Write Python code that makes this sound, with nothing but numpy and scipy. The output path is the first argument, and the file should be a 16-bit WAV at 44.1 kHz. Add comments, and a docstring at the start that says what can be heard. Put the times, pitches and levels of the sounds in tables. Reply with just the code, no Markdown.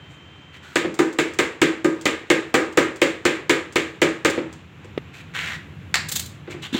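"""In a small hard room, a stick stirs liquid in a small plastic bucket on a concrete floor.
Once a turn it knocks the wall: the plastic clacks, the hollow booms and the liquid washes round.
Then a foot drags over grit, the stick drops on the floor, keys clink and a hand takes hold of the rim.
Under it lie a far rumble, a soft hiss, at first a thin steady whistle, and later a faint high squeak."""
import sys
import numpy as np
from scipy import signal
from scipy.fft import rfft, irfft
from scipy.io import wavfile

SR = 44100
rng = np.random.default_rng(int(sys.argv[2]) if len(sys.argv) > 2 else 0)


def unload_wav(signal):
    """Save mono or channel-first audio to the path in sys.argv[1] as 16-bit WAV at rate SR, clipped to [-1, 1]."""
    wavfile.write(
        sys.argv[1],
        SR,
        np.round(np.clip(np.atleast_2d(signal).T, -1, 1) * 32767).astype(np.int16),
    )


N = 299439
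T = np.arange(N) / SR
RING = T[:int(.7 * SR)]  # seconds since the start of one short sound


# The stick hits the wall, once a turn. Hardness 0 is a usual knock.
# (time [s], clack level [dB], boom compared with clack [dB], hardness [dB])
KNOCK_HITS = [(0.758, -10.5, -7.5, 0.5), (0.991, -10.5, 1.5, -5), (1.187, -11, -2.5, 0),
              (1.389, -9, -10.5, -0.5), (1.617, -8, 1, 0.5), (1.846, -14.5, 6, -6), (2.056, -9.5, -9.5, 1),
              (2.302, -8.5, -2, 0), (2.542, -6, -5.5, -3.5), (2.774, -6.5, -4, -2.5),
              (3.017, -8.5, -4, 0.5), (3.253, -8.5, -7, 0), (3.496, -7.5, -6, 0.5), (3.758, -11, -5, 1.5),
              (4.018, -8.5, -0.5, -0.5), (4.249, -8, -6.5, 0)]
# The notes of the plastic wall: (pitch [Hz], level [dB], fade time [s])
WALL_NOTES = [(793, -7, .36), (981, -5, .32), (1208, -7, .3), (1241, 0, .35), (1540, -7, .38),
              (1600, 0, .35), (1658, -4, .36), (1785, -5, .3), (1997, -3, .28), (2117, 0, .3),
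              (2170, -5, .28), (2305, -2, .32), (2422, -5, .3), (2735, -8, .3), (3037, -11, .26),
              (3568, -11, .26)]
# The tone of the stick's first touch: (frequency [Hz], level [dB])
SNAP_TONE = [(500, -0.5), (2500, -7), (4000, -3), (5500, -6.5), (6500, -4), (7300, 1.5), (8500, -9),
             (10000, -17), (12000, -25.5), (15000, -17)]
# The tone of the wall giving way: (frequency [Hz], level [dB])
CLACK_TONE = [(40, -22), (160, -12), (300, 3), (470, 6), (680, -9.5), (1000, -8), (1240, -3.5), (1420, -6),
              (1620, -0.5), (2200, -0.5), (2900, -6), (3600, -8.5), (5000, -22), (16000, -43.5)]
def stick_knocks(give_s=.0018, spin_up_s=1.3, short_fade_s=.093):
    """Each knock snaps at first touch; then the wall gives, clacks and booms."""
    snap, body = np.zeros((2, N))
    for s, db, boom_db, hardness_db in KNOCK_HITS:
        snap_db = db - 11 + .45 * hardness_db
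        add(snap, s - .0008, undb(snap_db + 5) * burst(fade_s=.009))
        add(snap, s - .0008, undb(snap_db - 5) * crack(fade_s=.068, echo_db=.5, tail_db=3.5))
        # a harder hit is shorter, so it sounds brighter
        brighten = lambda hz: 1.22 * hardness_db * np.clip(np.log2(hz / 1700), -.6, 1)
        tone = [(hz, level + brighten(hz)) for hz, level in CLACK_TONE]
        notes = [(hz, level + brighten(hz), fade_s) for hz, level, fade_s in WALL_NOTES]
        wall_ring = ring(notes, scatter_db=3, detune=.005)
        # short, broad resonances colour the clack
        short_notes = [(hz, level, short_fade_s) for hz, level, _ in notes]
        short_ring = ring(short_notes, scatter_db=4, detune=.017)
        clack = colour(crack(fade_s=.031, echo_db=-3, tail_db=1), tone)
        add(body, s + give_s - .001, undb(db) * clack)
        add(body, s + give_s, undb(db - 21.5) * short_ring + undb(db - 20) * wall_ring)
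        # the upper boom follows the lower, and is weak until the liquid is spinning
        stillness = max(1 - (s - KNOCK_HITS[0][0]) / spin_up_s, 0)
        upper_db = db - 4 + .7 * boom_db - 14.5 * stillness
        add(body, s, hollow_boom(db + boom_db, upper_db))
    return colour(snap, SNAP_TONE) + body


# Low notes of the bucket's hollow and the room: (pitch [Hz], level [dB], fade time [s])
LOW_BOOM_NOTES = [(155, -10, .21), (178, -19, .35), (250, -17, .38), (275, -2, .15), (319.5, 0, .35),
                  (330.5, -2, .36), (344, 7, .15), (352, -1, .28), (418, -6, .28)]
# The boom's higher notes: (pitch [Hz], level [dB], fade time [s])
UPPER_BOOM_NOTES = [(492, 5, 0.11), (507, 1, 0.25), (555, -2.5, 0.26), (619.3, -9, 0.32)]
def hollow_boom(low_db, upper_db):
    """The bucket's boom swells quickly; notes close in pitch throb together as it dies."""
    low = ring(LOW_BOOM_NOTES, scatter_db=.6, detune=.0007) * rise(.011)
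    upper = ring(UPPER_BOOM_NOTES, scatter_db=3.5, detune=.0074) * rise(.0015)
    return undb(low_db - 2) * low + undb(upper_db - 6.5) * upper


# Soft bumps on the bucket: (time [s], level [dB], extra level for the upper boom [dB])
BUMP_HITS = [(0.846, -20, -2.5), (4.377, -19, -0.5), (4.844, -42.5, -5), (6.475, -31, -4),
             (6.54, -31.5, -28), (6.747, -25, -27)]
# The tone of a padded touch: (frequency [Hz], level [dB])
BUMP_TONE = [(50, -12), (130, -4), (250, 1.5), (400, -2.5), (600, -9.5), (1200, -12), (2500, -14),
             (6000, -38), (16000, -67)]
def bucket_bumps():
    """A soft shove gives a brief dull knock and wakes the boom."""
    contact, boom = np.zeros((2, N))
    for s, db, upper_db in BUMP_HITS:
        add(contact, s, undb(db - 2.5) * crack(fade_s=.048, echo_db=-3, tail_db=.5))
        add(boom, s, hollow_boom(db + .5, db + upper_db))
    return colour(contact, BUMP_TONE) + boom


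# The stick lands and bounces: (time [s], level [dB])
STICK_LANDINGS = [(5.9421, 3), (5.9555, -1.5)]
# The tone of wood on concrete: (frequency [Hz], level [dB])
STICK_TONE = [(200, -18), (700, -8.5), (1300, -3), (1800, 6), (2300, 3.5), (3200, -4.5), (4400, 1.5),
              (6200, -12), (7400, -4), (9500, -23), (15000, -26)]
def dropped_stick():
    """Wood cracks on concrete, one end after the other, and rings briefly."""
    out = np.zeros(N)
    for s, db in STICK_LANDINGS:
        contact = crack(fade_s=.014, echo_db=-20, tail_db=-5)
        wood_ring = undb(-14.5) * burst(fade_s=.12)
        add(out, s, undb(db - 7) * (contact + wood_ring))
    return colour(out, STICK_TONE)


# Dull thuds of handling: (time [s], level [dB], pitch [Hz], fade time [s])
THUD_HITS = [(4.977, 0.5, 395, 0.0091), (6.728, -16, 258, 0.069), (6.746, -6.5, 252, 0.037)]
def handling_thuds():
    """Each nearby bump is one low note that dies at once, with a tiny click."""
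    out = np.zeros(N)
    for s, db, hz, fade_s in THUD_HITS:
        thud = np.sin(2 * np.pi * hz * RING) * fade(fade_s) * rise(.0012)
        click = undb(-23.5) * colour(burst(fade_s=.028), CLACK_TONE)
        add(out, s, undb(db) * (thud + click))
    return out


# The keys shake: (time [s], level [dB], length [s])
KEY_CLINKS = [(6.085, -26.5, 0.0087), (6.115, -24.5, 0.013), (6.155, -19, 0.0091), (6.194, -23, 0.0045),
              (6.258, -36, 0.0038)]
# The tone of the keys' metal: (frequency [Hz], level [dB])
KEY_TONE = [(1000, -10.5), (2700, -4), (3700, 4.5), (5500, -3), (7400, 5), (10000, -8), (13500, -4),
            (16000, -4.5)]
def keys(attack_s=.0023, release_s=.0069):
    """Each clink is a quick flurry of tiny metal hits, close by."""
    shake = np.zeros(N)
    for s, db, length in KEY_CLINKS:
        start = np.minimum(RING / attack_s, 1)
        finish = np.exp(-np.maximum(RING - length, 0) / release_s)
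        add(shake, s, undb(db) * start * finish)
    return colour(shake * grains(per_second=2500, spread_db=4), KEY_TONE)


# Light touches of stick and fingers: (time [s], level [dB])
LIGHT_TOUCHES = [(4.2991, -25), (4.5276, -39.5), (4.845, -49.5), (6.5084, -39), (6.6238, -38.5),
                 (6.73, -38)]
def plastic_ticks(graze_chance=.6, lead_s=.05, jitter_s=.009):
    """The plastic ticks when touched lightly, or when the stick grazes it just before a knock."""
    wobbles = rng.standard_normal((len(KNOCK_HITS) - 1, 2))
    grazes = []
    for (s, *_), (timing, strength) in zip(KNOCK_HITS[1:], wobbles):
        if rng.random() < graze_chance:
            grazes.append((s - lead_s + jitter_s * timing, -37.5 + 3 * strength))
    out = np.zeros(N)
    tick = crack(fade_s=.03, echo_db=-4.5, tail_db=-2.5)
    for s, db in grazes + LIGHT_TOUCHES:
        add(out, s, undb(db) * tick)
    return colour(out, SNAP_TONE)


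# A foot and other things drag: (time [s], length [s], level [dB], pitch [Hz], sharpness of pitch [Q])
DRAGS = [(0.086, 0.068, -54, 7340, 6), (0.524, 0.048, -46.5, 2380, 1.8), (0.62, 0.15, -43, 1500, 10),
         (5.128, 0.083, -40.5, 2380, 8.4), (5.335, 0.22, -29.5, 1940, 1.84),
         (6.492, 0.034, -36.5, 2330, 7.2), (6.615, 0.045, -32, 3120, 4.8), (6.723, 0.08, -28, 3560, 3.8)]
# The tone of rubbing, for both grit and liquid: (frequency [Hz], level [dB])
RUB_TONE = [(150, -15.5), (700, -6), (1100, -5.5), (1500, 0.5), (2200, -2), (3800, -3), (5000, -14.5),
            (7500, -11.5), (9500, -25), (15000, -26)]
def scrapes(edge_s=.019, ease_db_per_s=21.5):
    """Grit catches and slips under whatever is dragged, ringing at one pitch as the pressure eases."""
    out = np.zeros(N)
    grit = undb(-5) * colour(grains(per_second=1200, spread_db=3.5), RUB_TONE)
    for s, length, db, hz, sharpness in DRAGS:
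        rub = grit[int(s * SR):][:len(RING)]
        ringing = undb(6) * signal.lfilter(*signal.iirpeak(hz, sharpness, SR), rub)
        on_off = np.clip(np.minimum(RING, length + edge_s - RING) / edge_s, 0, 1)
        pressure = on_off * undb(db - ease_db_per_s * RING)
        add(out, s, pressure[:len(rub)] * (rub + ringing))
    return out


def liquid_swirl(rise_s=.048, settle_s=.13):
    """Each stroke pushes the liquid, which washes softly round the stick and settles."""
    flow = np.zeros(N)
    for s, *_ in KNOCK_HITS:
        add(flow, s, (1 - np.exp(-T / rise_s)) * np.exp(-T / settle_s))
    wash = colour(grains(per_second=50, spread_db=3), RUB_TONE)
    return undb(-48.5) * flow * wash


# The path of the squeak: (time [s], pitch [Hz])
SQUEAK_PITCH = [(4.82, 12800), (4.87, 13800), (5.0, 13500), (5.06, 12100), (5.14, 11950)]
def squeak():
    """A faint, very high tone swells, lifts a little and sinks."""
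    s, hz = np.transpose(SQUEAK_PITCH)
    progress = np.clip((T - s[0]) / (s[-1] - s[0]), 0, 1)
    swell = np.sqrt(np.abs(np.sin(np.pi * progress)))
    return undb(-79) * swell * sine(np.interp(T, s, hz))


def whistle(pitch_hz=3123, waver_hz=50, end_s=.87, release_s=.37):
    """A thin whistle trembles around one pitch and dies away early."""
    waver = np.interp(T, RING * 10, rng.standard_normal(len(RING)))
    fade_out = np.clip((end_s - T) / release_s, 0, 1)
    return undb(-54) * fade_out * np.sqrt(2) * sine(pitch_hz + waver_hz * waver)


# The tone of the far rumble: (frequency [Hz], level [dB])
RUMBLE_TONE = [(20, -41), (45, -23), (85, 1), (120, -6.5), (148, 0), (200, -10.5), (350, -19), (600, -31.5),
               (2000, -56.5)]
# How loud the rumble is as time passes: (time [s], level [dB])
RUMBLE_LOUDNESS = [(0, -45), (.6, -50), (2.5, -50), (4.6, -43.5), (6.2, -38), (6.79, -43.5)]
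# The tone of the soft hiss: (frequency [Hz], level [dB])
HISS_TONE = [(150, -18), (300, 3.5), (600, -6), (1100, -4), (2700, -4.5), (3700, -12.5), (5000, -25.5),
             (7500, -23), (9500, -52), (16000, -48)]
def rumble_and_hiss():
    """A far rumble slowly sinks and swells under a soft hiss; both flicker slightly."""
    loudness = undb(np.interp(T, *np.transpose(RUMBLE_LOUDNESS)))
    rumble = colour(grains(per_second=9, spread_db=1), RUMBLE_TONE)
    hiss = colour(grains(per_second=12, spread_db=.7), HISS_TONE)
    return loudness * rumble + undb(-49.5) * hiss


# How long sound lingers in the room: (frequency [Hz], fade time [s])
ROOM_FADE = [(100, 0.62), (300, 0.45), (800, 0.51), (2000, 0.44), (5000, 0.35), (8000, 0.33), (14000, 0.25)]
def room_tail():
    """Many echoes blur into a tail that dulls as it dies; drawn afresh each time."""
    hz, s, bands = signal.stft(rng.standard_normal(len(RING)), SR, nperseg=256)
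    bands = bands * np.exp(-np.log(1000) * s / look_up(ROOM_FADE, hz)[:, None])
    tail = signal.istft(bands, SR)[1][:len(RING)] * rise(.00093)
    return tail / np.linalg.norm(tail)


def in_room(x, tail_db=-6.5):
    """A lasting sound with the room's tail behind it."""
    return x + undb(tail_db) * signal.fftconvolve(x, room_tail())[:N]


def crack(fade_s, echo_db, tail_db, echo_s=.0093):
    """A hard hit in the room: a burst, its echo off the near wall and the room's tail."""
    direct = burst(fade_s)
    echo = np.pad(burst(fade_s), (int(echo_s * SR), 0))[:len(RING)]
    tail = np.linalg.norm(direct) * room_tail()
    return direct + undb(echo_db) * echo + undb(tail_db) * tail


def ring(notes, scatter_db, detune):
    """A struck thing rings; each blow lands elsewhere, so its notes come out a little differently."""
    out = np.zeros(len(RING))
    for hz, db, fade_s in notes:
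        louder, higher = rng.standard_normal(2)
        wave = np.sin(2 * np.pi * hz * (1 + detune * higher) * RING)
        out += undb(db + scatter_db * louder) * fade(fade_s) * wave
    return out


def burst(fade_s):
    """A dying puff of noise, like many close notes at once."""
    return rng.standard_normal(len(RING)) * fade(fade_s)


def grains(per_second, spread_db):
    """Noise whose level jumps about, scaled to an average power of 1."""
    jumps = np.arange(0, T[-1] + 1, 1 / per_second)
    noise = rng.standard_normal(N)
    noise *= undb(spread_db * np.interp(T, jumps, rng.standard_normal(len(jumps))))
    return noise / np.sqrt(np.mean(noise ** 2))


def colour(x, tone, size=4096):
    """Filter x to a tone table, which sets the balance of low and high but not the overall level."""
    hz = np.arange(size // 2 + 1) * SR / size
    cepstrum = irfft(np.log(undb(look_up(tone, hz))))
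    # fold the second half onto the first, so the filter rings only after a hit
    cepstrum[1:size // 2] *= 2
    cepstrum[size // 2 + 1:] = 0
    response = irfft(np.exp(rfft(cepstrum)))
    return signal.fftconvolve(x, response / np.linalg.norm(response))[:len(x)]


def look_up(table, hz):
    """Read between the rows of a (frequency, value) table, with octaves evenly spaced."""
    frequencies, values = np.transpose(table)
    return np.interp(np.log(hz + 1), np.log(frequencies), values)


def sine(hz):
    """A pure tone that follows a changing pitch."""
    return np.sin(2 * np.pi * np.cumsum(hz) / SR)


def rise(rise_s):
    """Climb smoothly from 0 towards 1."""
    return 1 - np.exp(-RING / rise_s)


def fade(fade_s):
    """Die away; a fade time is how long a sound takes to fall by 60 dB."""
    return np.exp(-np.log(1000) * RING / fade_s)


def undb(db):
    """Turn decibels into a multiplier."""
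    return 10 ** (np.asarray(db) / 20)


def add(out, s, x):
    """Mix x into out from time s."""
    i = int(s * SR)
    out[i:i + len(x)] += x[:N - i]


def scene():
    """Mix one channel: the hits bring their own echoes, while rubbing and keys get the room's here."""
    rubbing = in_room(liquid_swirl() + scrapes())
    jingling = in_room(keys())
    hits = stick_knocks() + bucket_bumps() + plastic_ticks() + dropped_stick()
    thuds = handling_thuds()
    background = squeak() + rumble_and_hiss() + whistle()
    return (hits + rubbing + jingling + thuds + background)[None]


def record(dry, bass_hz=70, top_hz=15800):
    """The phone thins the deep bass, rounds the loudest peaks and cuts the highest treble."""
    thinned = signal.sosfilt(signal.butter(2, bass_hz, "high", fs=SR, output="sos"), dry)
    rounded = np.tanh(thinned)
    return signal.sosfilt(signal.ellip(8, .2, 70, top_hz, fs=SR, output="sos"), rounded)


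dry = scene()
out = record(dry)
unload_wav(out)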